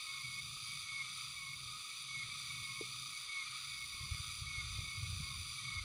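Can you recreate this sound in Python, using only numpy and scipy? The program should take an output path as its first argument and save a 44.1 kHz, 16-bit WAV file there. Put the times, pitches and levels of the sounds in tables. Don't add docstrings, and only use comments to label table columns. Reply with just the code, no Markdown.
import sys
import numpy as np
from scipy import signal
from scipy.fft import rfft, irfft, next_fast_len
from scipy.io import wavfile
from scipy.ndimage import uniform_filter1d, map_coordinates

SR = 44100
rng = np.random.default_rng(int(sys.argv[2]) if len(sys.argv) > 2 else 0)


def persist_wave(psi):
    counts = np.round(np.clip(psi, -1, 1) * 32767).astype(np.int16)
    wavfile.write(sys.argv[1], SR, np.atleast_2d(counts).T)


def magnitude_from_level(level_db):
    exponent = np.asarray(level_db, float) / 20
    return 10 ** exponent


N = 257527

# pitch_hz, width_hz, near_db, second_db, crowd_db
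BUZZ_BANDS = [(1152, 155, -49, -36, -5), (1249, 134, -31, 1, -5), (1433, 66, -39, -51, -10.5),
              (1935, 59, -25, -39, -10), (2260, 173, -12, -8, 1), (2469, 237, -3, -8.5, -2.5),
              (2800, 500, -49, -20, -15), (3613, 586, -2.5, -2.5, -0.5), (4200, 680, -38, -19, -7),
              (4694, 360, 1.5, -0.5, -2), (5780, 630, -12, -34, -39), (5982, 325, -7.5, -7, -6),
              (6490, 310, -27, -10.5, -20), (7094, 450, -9, -12.5, -22), (7540, 410, -40, -15.5, -40),
              (8380, 860, -16.5, -14.5, -15.5), (9486, 520, -5.5, -22, -8.5),
              (9910, 930, -12.5, -20, -14.5), (10615, 440, -14, -28, -11), (12300, 610, -19.5, -48, -35),
              (13050, 500, -24.5, -29, -32), (14400, 640, -19.5, -48, -54), (14400, 470, -39, -38, -44),
              (15160, 540, -20.5, -44, -46)]
# start_s, length_s, end_db, octave_below_db
NEAR_CALLS = [
    (-.31, .15, -60, -70),
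    (.883, 0.15, -42, -64),
    (2.081, .16, -42.5, -67),
    (3.287, .15, -42, -65.5),
    (4.462, 0.1586, -43, -73.5),
    (5.643, 0.16, -43, -63),
]
SECOND_CALLS = [
    (.229, .182, -49, -69),
    (1.358, 0.17, -49.5, -85),
    (2.49, .25, -50, -73),
    (3.673, 0.182, -49.5, -70),
    (4.836, 0.17, -51, -66.5),
]
THIRD_CALLS = [
    (.06, 0.17, -53, -64.5),
    (1.38, 0.15, -62, -61.5),
    (2.66, 0.15, -62, -61.5),
    (3.92, .18, -56.5, -62),
    (5.225, 0.141, -63, -61),
]
# start_hz, end_hz, bend (no unit), swell_db, octave_below_swell_db
NEAR_VOICE = (2232, 2160, 1.47, 7.6, 3)
SECOND_VOICE = (2285, 2180, 0.603, 4, 2.4)
THIRD_VOICE = (2222, 2165, 1.07, .6, 1.5)
# start_s, length_s, start_hz, end_db
FAR_CALLS = [(.425, .055, 2240, -57), (.66, 0.13, 2280, -56.5), (0.974, 0.12, 2350, -55),
             (2.2, 0.15, 2366, -56.5), (3.431, 0.14, 2365, -56), (4.3, .1, 2275, -60),
             (5.23, 0.091, 2217, -51.5), (1.525, 0.037, 2220, -53), (1.887, 0.077, 2265, -57),
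             (2.75, 0.116, 2247, -51), (3.094, 0.096, 2260, -55.5), (4.107, 0.085, 2214, -55),
             (4.75, .078, 2174, -57), (5.0, 0.072, 2230, -57), (5.39, 0.11, 2260, -58.5),
             (5.575, .035, 2275, -52.5)]
# stop_before_s, fade_s, wait_after_s, recovery_s
NEAR_REST = (.012, .04, .015, .12)
SECOND_REST = (0.036, 0.046, 0.033, 0.14)
THIRD_REST = (0.085, 0.068, 0.012, 0.047)
# time_s, level_db
NEAR_EFFORT = [(0, 0), (.6, -0.5), (1.2, 1), (1.5, -2.5), (1.9, -1), (2.5, .4), (4.3, 0.9), (4.8, -0.4),
               (5.4, 0.5)]
# centre_s, half_length_s, lift_db
LIFTS = [(.14, .05, 12), (.5, .15, 4), (1.05, 0.11, 7), (1.75, .2, 5), (2.47, 0.18, 8), (3.0, 0.04, 10),
         (3.23, .05, 7), (3.6, 0.28, 13), (4.203, 0.16, 11), (4.618, 0.13, 10), (5.2, 0.31, 10),
         (5.72, .1, 7)]
# centre_s, half_length_s, change_db
DRIFTS = [(.52, 0.097, -14), (.92, 0.15, 2.5), (1.68, .12, -5), (2.05, .06, -4), (2.27, 0.087, 4),
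          (2.7, .12, -1), (3.03, 0.066, -5), (3.5, 0.47, 2), (5.1, .1, -6), (5.5, .13, -2),
          (5.75, 0.12, 5.5)]
# time_s, strength_db, squareness_db (how squarely it strikes the port)
WIND = [(0, -82, 6), (.26, -58.5, -10), (1.2, -63, -10), (1.77, -59, -7), (1.86, -83, 2), (2.17, -57, -20),
        (2.95, -58, -16), (3.3, -78, 2), (3.68, -66, -8), (3.95, -67.5, 11), (4.05, -57, -1.5),
        (4.3, -62.5, 6.5), (4.81, -54, 3.5), (4.92, -58, -1.5), (5.17, -53, 2), (5.45, -57, 3),
        (5.67, -62, -13), (5.76, -61, 13)]
# pitch_hz, level_db (per Hz)
BUFFET = [(12, -47), (20, -15), (62, 9.5), (91, 11), (140, -13), (248, -19), (400, -31), (520, -67),
          (880, -120)]
ROAR = [(15, -56), (25, -33), (86, -13), (134, 4), (154, -4), (242, -23), (389, -32), (500, -39),
        (650, -50), (1100, -120)]
# time_s, peak_db, pitch_hz
PUFFS = [(4.012, -40.5, 90), (4.038, -40, 116), (4.123, -30.5, 84), (4.149, -40, 86), (4.205, -38.5, 95),
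         (4.423, -38, 96), (4.481, -43, 95), (4.582, -37.5, 91), (4.647, -44, 88), (4.726, -43, 101),
         (4.763, -40, 81), (4.793, -33, 95), (4.813, -43, 106), (4.838, -46, 116), (4.884, -45, 104),
         (4.957, -44, 103), (4.996, -38.5, 88), (5.035, -32, 91), (5.073, -44, 94), (5.104, -34.5, 103),
         (5.133, -37, 90), (5.153, -43, 111), (5.173, -35.5, 92), (5.205, -38.5, 145), (5.232, -42, 85),
         (5.375, -42, 85), (5.763, -37, 85), (5.791, -46, 80), (5.816, -45, 81.5)]
# first_step_s, step_length_s
FILTER_STEP = (.006, .02)
# time_s, level_db
TICKS = [(0.569, -68), (2.287, -68), (2.627, -68.5), (3.947, -64), (4.007, -70), (4.148, -63), (4.566, -66),
         (4.586, -65), (4.746, -70), (4.787, -59), (4.806, -62), (4.848, -64), (4.867, -66), (5.027, -68),
         (5.048, -66), (5.128, -65), (5.148, -70), (5.168, -68), (5.208, -69), (5.267, -66), (5.749, -69)]
# start_s, level_db
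KNOCK = (2.81, -37.5)
# pitch_hz, time_to_fall_60_db_s, level_db
HOUSING = [
    (437, 0.094, -8.5),
    (340, .06, -14),
    (427, 0.28, -24),
    (800, 0.044, -17),
]
# pitch_hz, level_db (per Hz)
AIR = [(20, -8), (200, -0.5), (600, -10), (1700, -9.5), (6000, 2), (11500, -10), (16000, -15.5)]


def near_cicada():
    resting, progress = phrase(NEAR_CALLS, NEAR_REST)
    level_db = -67.5 + curves(NEAR_EFFORT)[0] + 0.4 * wobble(9)
    drive = strokes(28, 0.0097, 0.0028, rest=0.6, repeat=0.9)

    def swelling(hz):
        return np.exp(-((hz - 10000) / 1400) ** 4)

    upper_db = level_db - 2 + 4.5 * progress - 12 * resting
    upper = ring_plates(drive * magnitude_from_level(upper_db), 0, swelling)
    others = ring_plates(drive * magnitude_from_level(level_db - 13 * resting), 0, lambda hz: 1 - swelling(hz))
    return magnitude_from_level(28) * patchy(upper + others, depth_db=0.4)


def second_cicada():
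    resting, progress = phrase(SECOND_CALLS, SECOND_REST)
    third_resting = phrase(THIRD_CALLS, THIRD_REST)[0]
    buzz_db = -65 + 0.9 * progress - 3.5 * resting - 3 * third_resting
    drive = strokes(26.5, 0.0095, 0.0055, rest=0.93, repeat=0.58)
    return magnitude_from_level(buzz_db + 24) * patchy(ring_plates(drive, 1), depth_db=2.5)


def whistles():
    out = np.zeros(N + SR)
    waver_hz, breeze = 7 * wobble(30), wobble(55)
    for start_s, length_s, hz0, hz1, bend, db0, db1 in whistle_notes():
        t = np.arange(0, length_s, 1 / SR)
        part = t / length_s
        first = round(start_s * SR)
        fade_out = np.sin(np.clip(t[::-1] / 0.011, 0, 1) * np.pi / 2) ** 2
        edges = np.clip(t / 0.01, 0, 1) * fade_out
        unsteady_db = np.clip(0.25 * (-39 - db1), 0, 2.2) if hz0 > 2000 else 1.5
        flutter_db = unsteady_db * breeze[first:][:len(t)]
        flutter_db += 2.2 * (1 - part) * np.cos(2 * np.pi * 27 * (t - 0.012))
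        pitch_hz = hz0 + (hz1 - hz0) * part ** bend + waver_hz[first:][:len(t)]
        phase = 2 * np.pi * (np.cumsum(pitch_hz) / SR + rng.random())
        level_db = db0 + (db1 - db0) * part ** 1.95 + flutter_db
        out[first:][:len(t)] += np.sqrt(2) * magnitude_from_level(level_db) * edges * np.sin(phase)
    out = out[:N] * magnitude_from_level(1.3 * wobble(90))
    t = np.arange(SR // 4) / SR
    tail = rng.standard_normal(len(t)) * magnitude_from_level(-60 * t / 0.15)
    blur = signal.fftconvolve(out, tail / np.linalg.norm(tail))[:N]
    return out + magnitude_from_level(-15) * blur


def whistle_notes():
    sag_hz_per_s, swell_db_per_s = 455, 36
    notes = []
    for s, length, hz, db in FAR_CALLS:
        notes.append((s, length, hz, hz - sag_hz_per_s * length, 1, db - swell_db_per_s * length, db))
    singers = (NEAR_CALLS[1:], NEAR_VOICE), (SECOND_CALLS, SECOND_VOICE), (THIRD_CALLS, THIRD_VOICE)
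    for calls, (hz0, hz1, bend, swell_db, low_swell_db) in singers:
        for s, length, db, low_db in calls:
            notes.append((s, length, hz0, hz1, bend, db - swell_db, db))
            notes.append((s, length, hz0 / 2, hz1 / 2, bend, low_db - low_swell_db, low_db))
    return notes


def crowd():
    buzz_db = -52 - 0.7 * phrase(THIRD_CALLS, THIRD_REST)[0]
    edge_db = -78 + swells(LIFTS)
    drive = np.zeros(N)
    for group_hz in (23.93, 27.27, 29.38, 30.82):
        singer = strokes(group_hz, 0.00906, 0.0039, rest=0.83, repeat=0.39)
        drive += singer * magnitude_from_level(1.6 * wobble(4.09))
    drive = unit(drive)

    def below(hz, top_hz):
        return 1 / (1 + (hz / top_hz) ** 40)

    bass = magnitude_from_level(-37.5) * ring_plates(drive, 2, lambda hz: below(hz, 1293) - below(hz, 1026))
    edge = magnitude_from_level(edge_db + 33.5) * ring_plates(drive, 2, lambda hz: below(hz, 1820) - below(hz, 1304))
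    treble = magnitude_from_level(buzz_db + 14.5) * ring_plates(drive, 2, lambda hz: 1 - below(hz, 2303))
    drifting = ring_plates(drive, 2, lambda hz: below(hz, 2294) - below(hz, 1740))
    treble += magnitude_from_level(buzz_db + 14.5 + swells(DRIFTS)) * drifting
    return patchy(bass + edge, depth_db=0.3) + patchy(treble, depth_db=0.54)


def wind():
    roar_db, squarely_db = curves(WIND)
    buffet = magnitude_from_level(roar_db + squarely_db - 1.5 + 3.2 * wobble(13)) * rush(BUFFET)
    roar = magnitude_from_level(roar_db - 1 + 2.1 * wobble(15)) * rush(ROAR)
    rumble = buffet + roar
    t = np.arange(-1000, 1000) / SR
    for s, db, hz in PUFFS:
        swing = np.cos(2 * np.pi * (hz * t + rng.uniform(0, 0.29)))
        puff = magnitude_from_level(db - 1.5) * np.exp(-(t * hz / 0.63) ** 2) * swing
        rumble[round(s * SR) - 1000:][:len(t)] += puff
    first_s, step_s = FILTER_STEP
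    block = ((np.arange(N) / SR - first_s) // step_s + 1).astype(int)
    rumble *= magnitude_from_level(0.5 * rng.uniform(-0.37, 1, block[-1] + 1))[block]
    jump = np.exp(-np.arange(800) / SR / 0.0026)
    for s, db in TICKS:
        rumble[round(s * SR):][:len(jump)] += magnitude_from_level(db + 13) * rng.choice([-1, 1]) * jump
    return rumble


def knock():
    start_s, level_db = KNOCK
    contact_hz, contact_s = 384, 0.0074
    t = np.clip(np.arange(N) / SR - start_s, 0, 1)
    push = np.exp(-(t / contact_s) ** 3.5) * (1 - np.exp(-t / 0.00055))
    thump = push * np.sin(2 * np.pi * contact_hz * t)
    ring = sum(magnitude_from_level(db - 60 * t / t60) * np.sin(2 * np.pi * hz * t) for hz, t60, db in HOUSING)
    ring *= 1 - np.exp(-t / 0.0032)
    return -magnitude_from_level(level_db) * (thump + ring)


def open_air():
    return magnitude_from_level(-64) * patchy(rush(AIR), depth_db=2.7)


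def strokes(group_hz, spacing_s, length_s, rest, repeat):
    cycle = np.cumsum(group_hz * (1 + 0.003 * wobble(2.963))) / SR + rng.random()
    size = magnitude_from_level(0.71 * rng.standard_normal((int(cycle[-1]) + 1, 4)))[cycle.astype(int)]
    within_s = (cycle % 1) / group_hz
    since_s = within_s[:, None] - spacing_s * (np.arange(4) + 0.33)
    bursts = size * [1.0, 0.97, 0.99, 0.46] * np.exp(-(since_s / length_s) ** 2)
    gate = np.sum(bursts, axis=1)
    habit = rng.standard_normal(SR // 10)[(within_s * SR).astype(int)]
    return unit((rest + gate) * (rng.standard_normal(N) + repeat * habit))


def ring_plates(drive, singer, part=lambda hz: 1):
    def bands(hz):
        power = 0
        for row in BUZZ_BANDS:
            offset = 2 * (hz - row[0]) / row[1]
            power = power + (magnitude_from_level(row[2 + singer]) / (1 + offset ** 2) ** 0.99) ** 2
        return np.sqrt(power)

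    return filtered(drive, lambda hz: bands(hz) * part(hz))


def phrase(calls, rest):
    t = np.arange(N) / SR
    start, length = np.transpose(calls)[:2]
    lead_s, fade_s, wait_s, recover_s = rest
    stop, resume = start - lead_s, start + length + wait_s
    resting = np.zeros(N)
    for a, b in zip(stop, resume):
        resting += np.interp(t, [a - fade_s, a, b, b + recover_s], [0, 1, 1, 0])
    turns = np.ravel([stop, resume], order="F")
    progress = np.interp(t, turns, np.tile([1, 0], len(stop)))
    return resting, progress


def swells(rows):
    t = np.arange(N) / SR
    return sum(db * np.exp(-((t - s) / half_s) ** 2) for s, half_s, db in rows)


def patchy(x, depth_db):
    z = signal.stft(x, nperseg=1024)[2]
    field = uniform_filter1d(rng.standard_normal(z.shape), size=4, axis=0)
    field = uniform_filter1d(field, size=14, axis=1)
    return signal.istft(z * magnitude_from_level(depth_db * unit(field)), nperseg=1024)[1][:N]


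def rush(spectrum):
    f, db = np.transpose(spectrum)
    noise = rng.standard_normal(N)
    return unit(filtered(noise, lambda hz: magnitude_from_level(np.interp(np.log(hz + 1), np.log(f), db))))


def filtered(x, gain):
    m = next_fast_len(N + 8192)
    return irfft(rfft(x, m) * gain(np.fft.rfftfreq(m, 1 / SR)), m)[:N]


def wobble(rate_hz):
    knots = rng.standard_normal(int(N * rate_hz / SR) + 4)
    return map_coordinates(knots, [np.arange(N) * rate_hz / SR])


def curves(rows):
    s, *cols = np.transpose(rows)
    return [np.interp(np.arange(N) / SR, s, c) for c in cols]


def unit(x):
    return x / np.sqrt(np.mean(x ** 2) + 1e-20)


def denoised(x, strength):
    hz, _, z = signal.stft(x, SR, nperseg=2048, noverlap=1536)
    size = np.abs(z) + 1e-12
    usual = uniform_filter1d(uniform_filter1d(size, size=41, axis=0), size=5, axis=1)
    contrast = np.clip(size / np.abs(usual), 0.05, 2.5)
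    gain = contrast ** (strength * (hz[:, None] > 1000))
    return signal.istft(z * gain, SR, nperseg=2048, noverlap=1536)[1][:N]


def scene():
    cicadas = near_cicada() + second_cicada() + whistles() + crowd()
    return (cicadas + wind() + knock() + open_air())[None]


def top_cut(x):
    return signal.sosfilt(signal.butter(12, 15660, fs=SR, output="sos"), x)


def record(dry):
    mix = denoised(dry[0], strength=0.083)[None]
    return top_cut(mix)


dry = scene()
out = record(dry)
persist_wave(out)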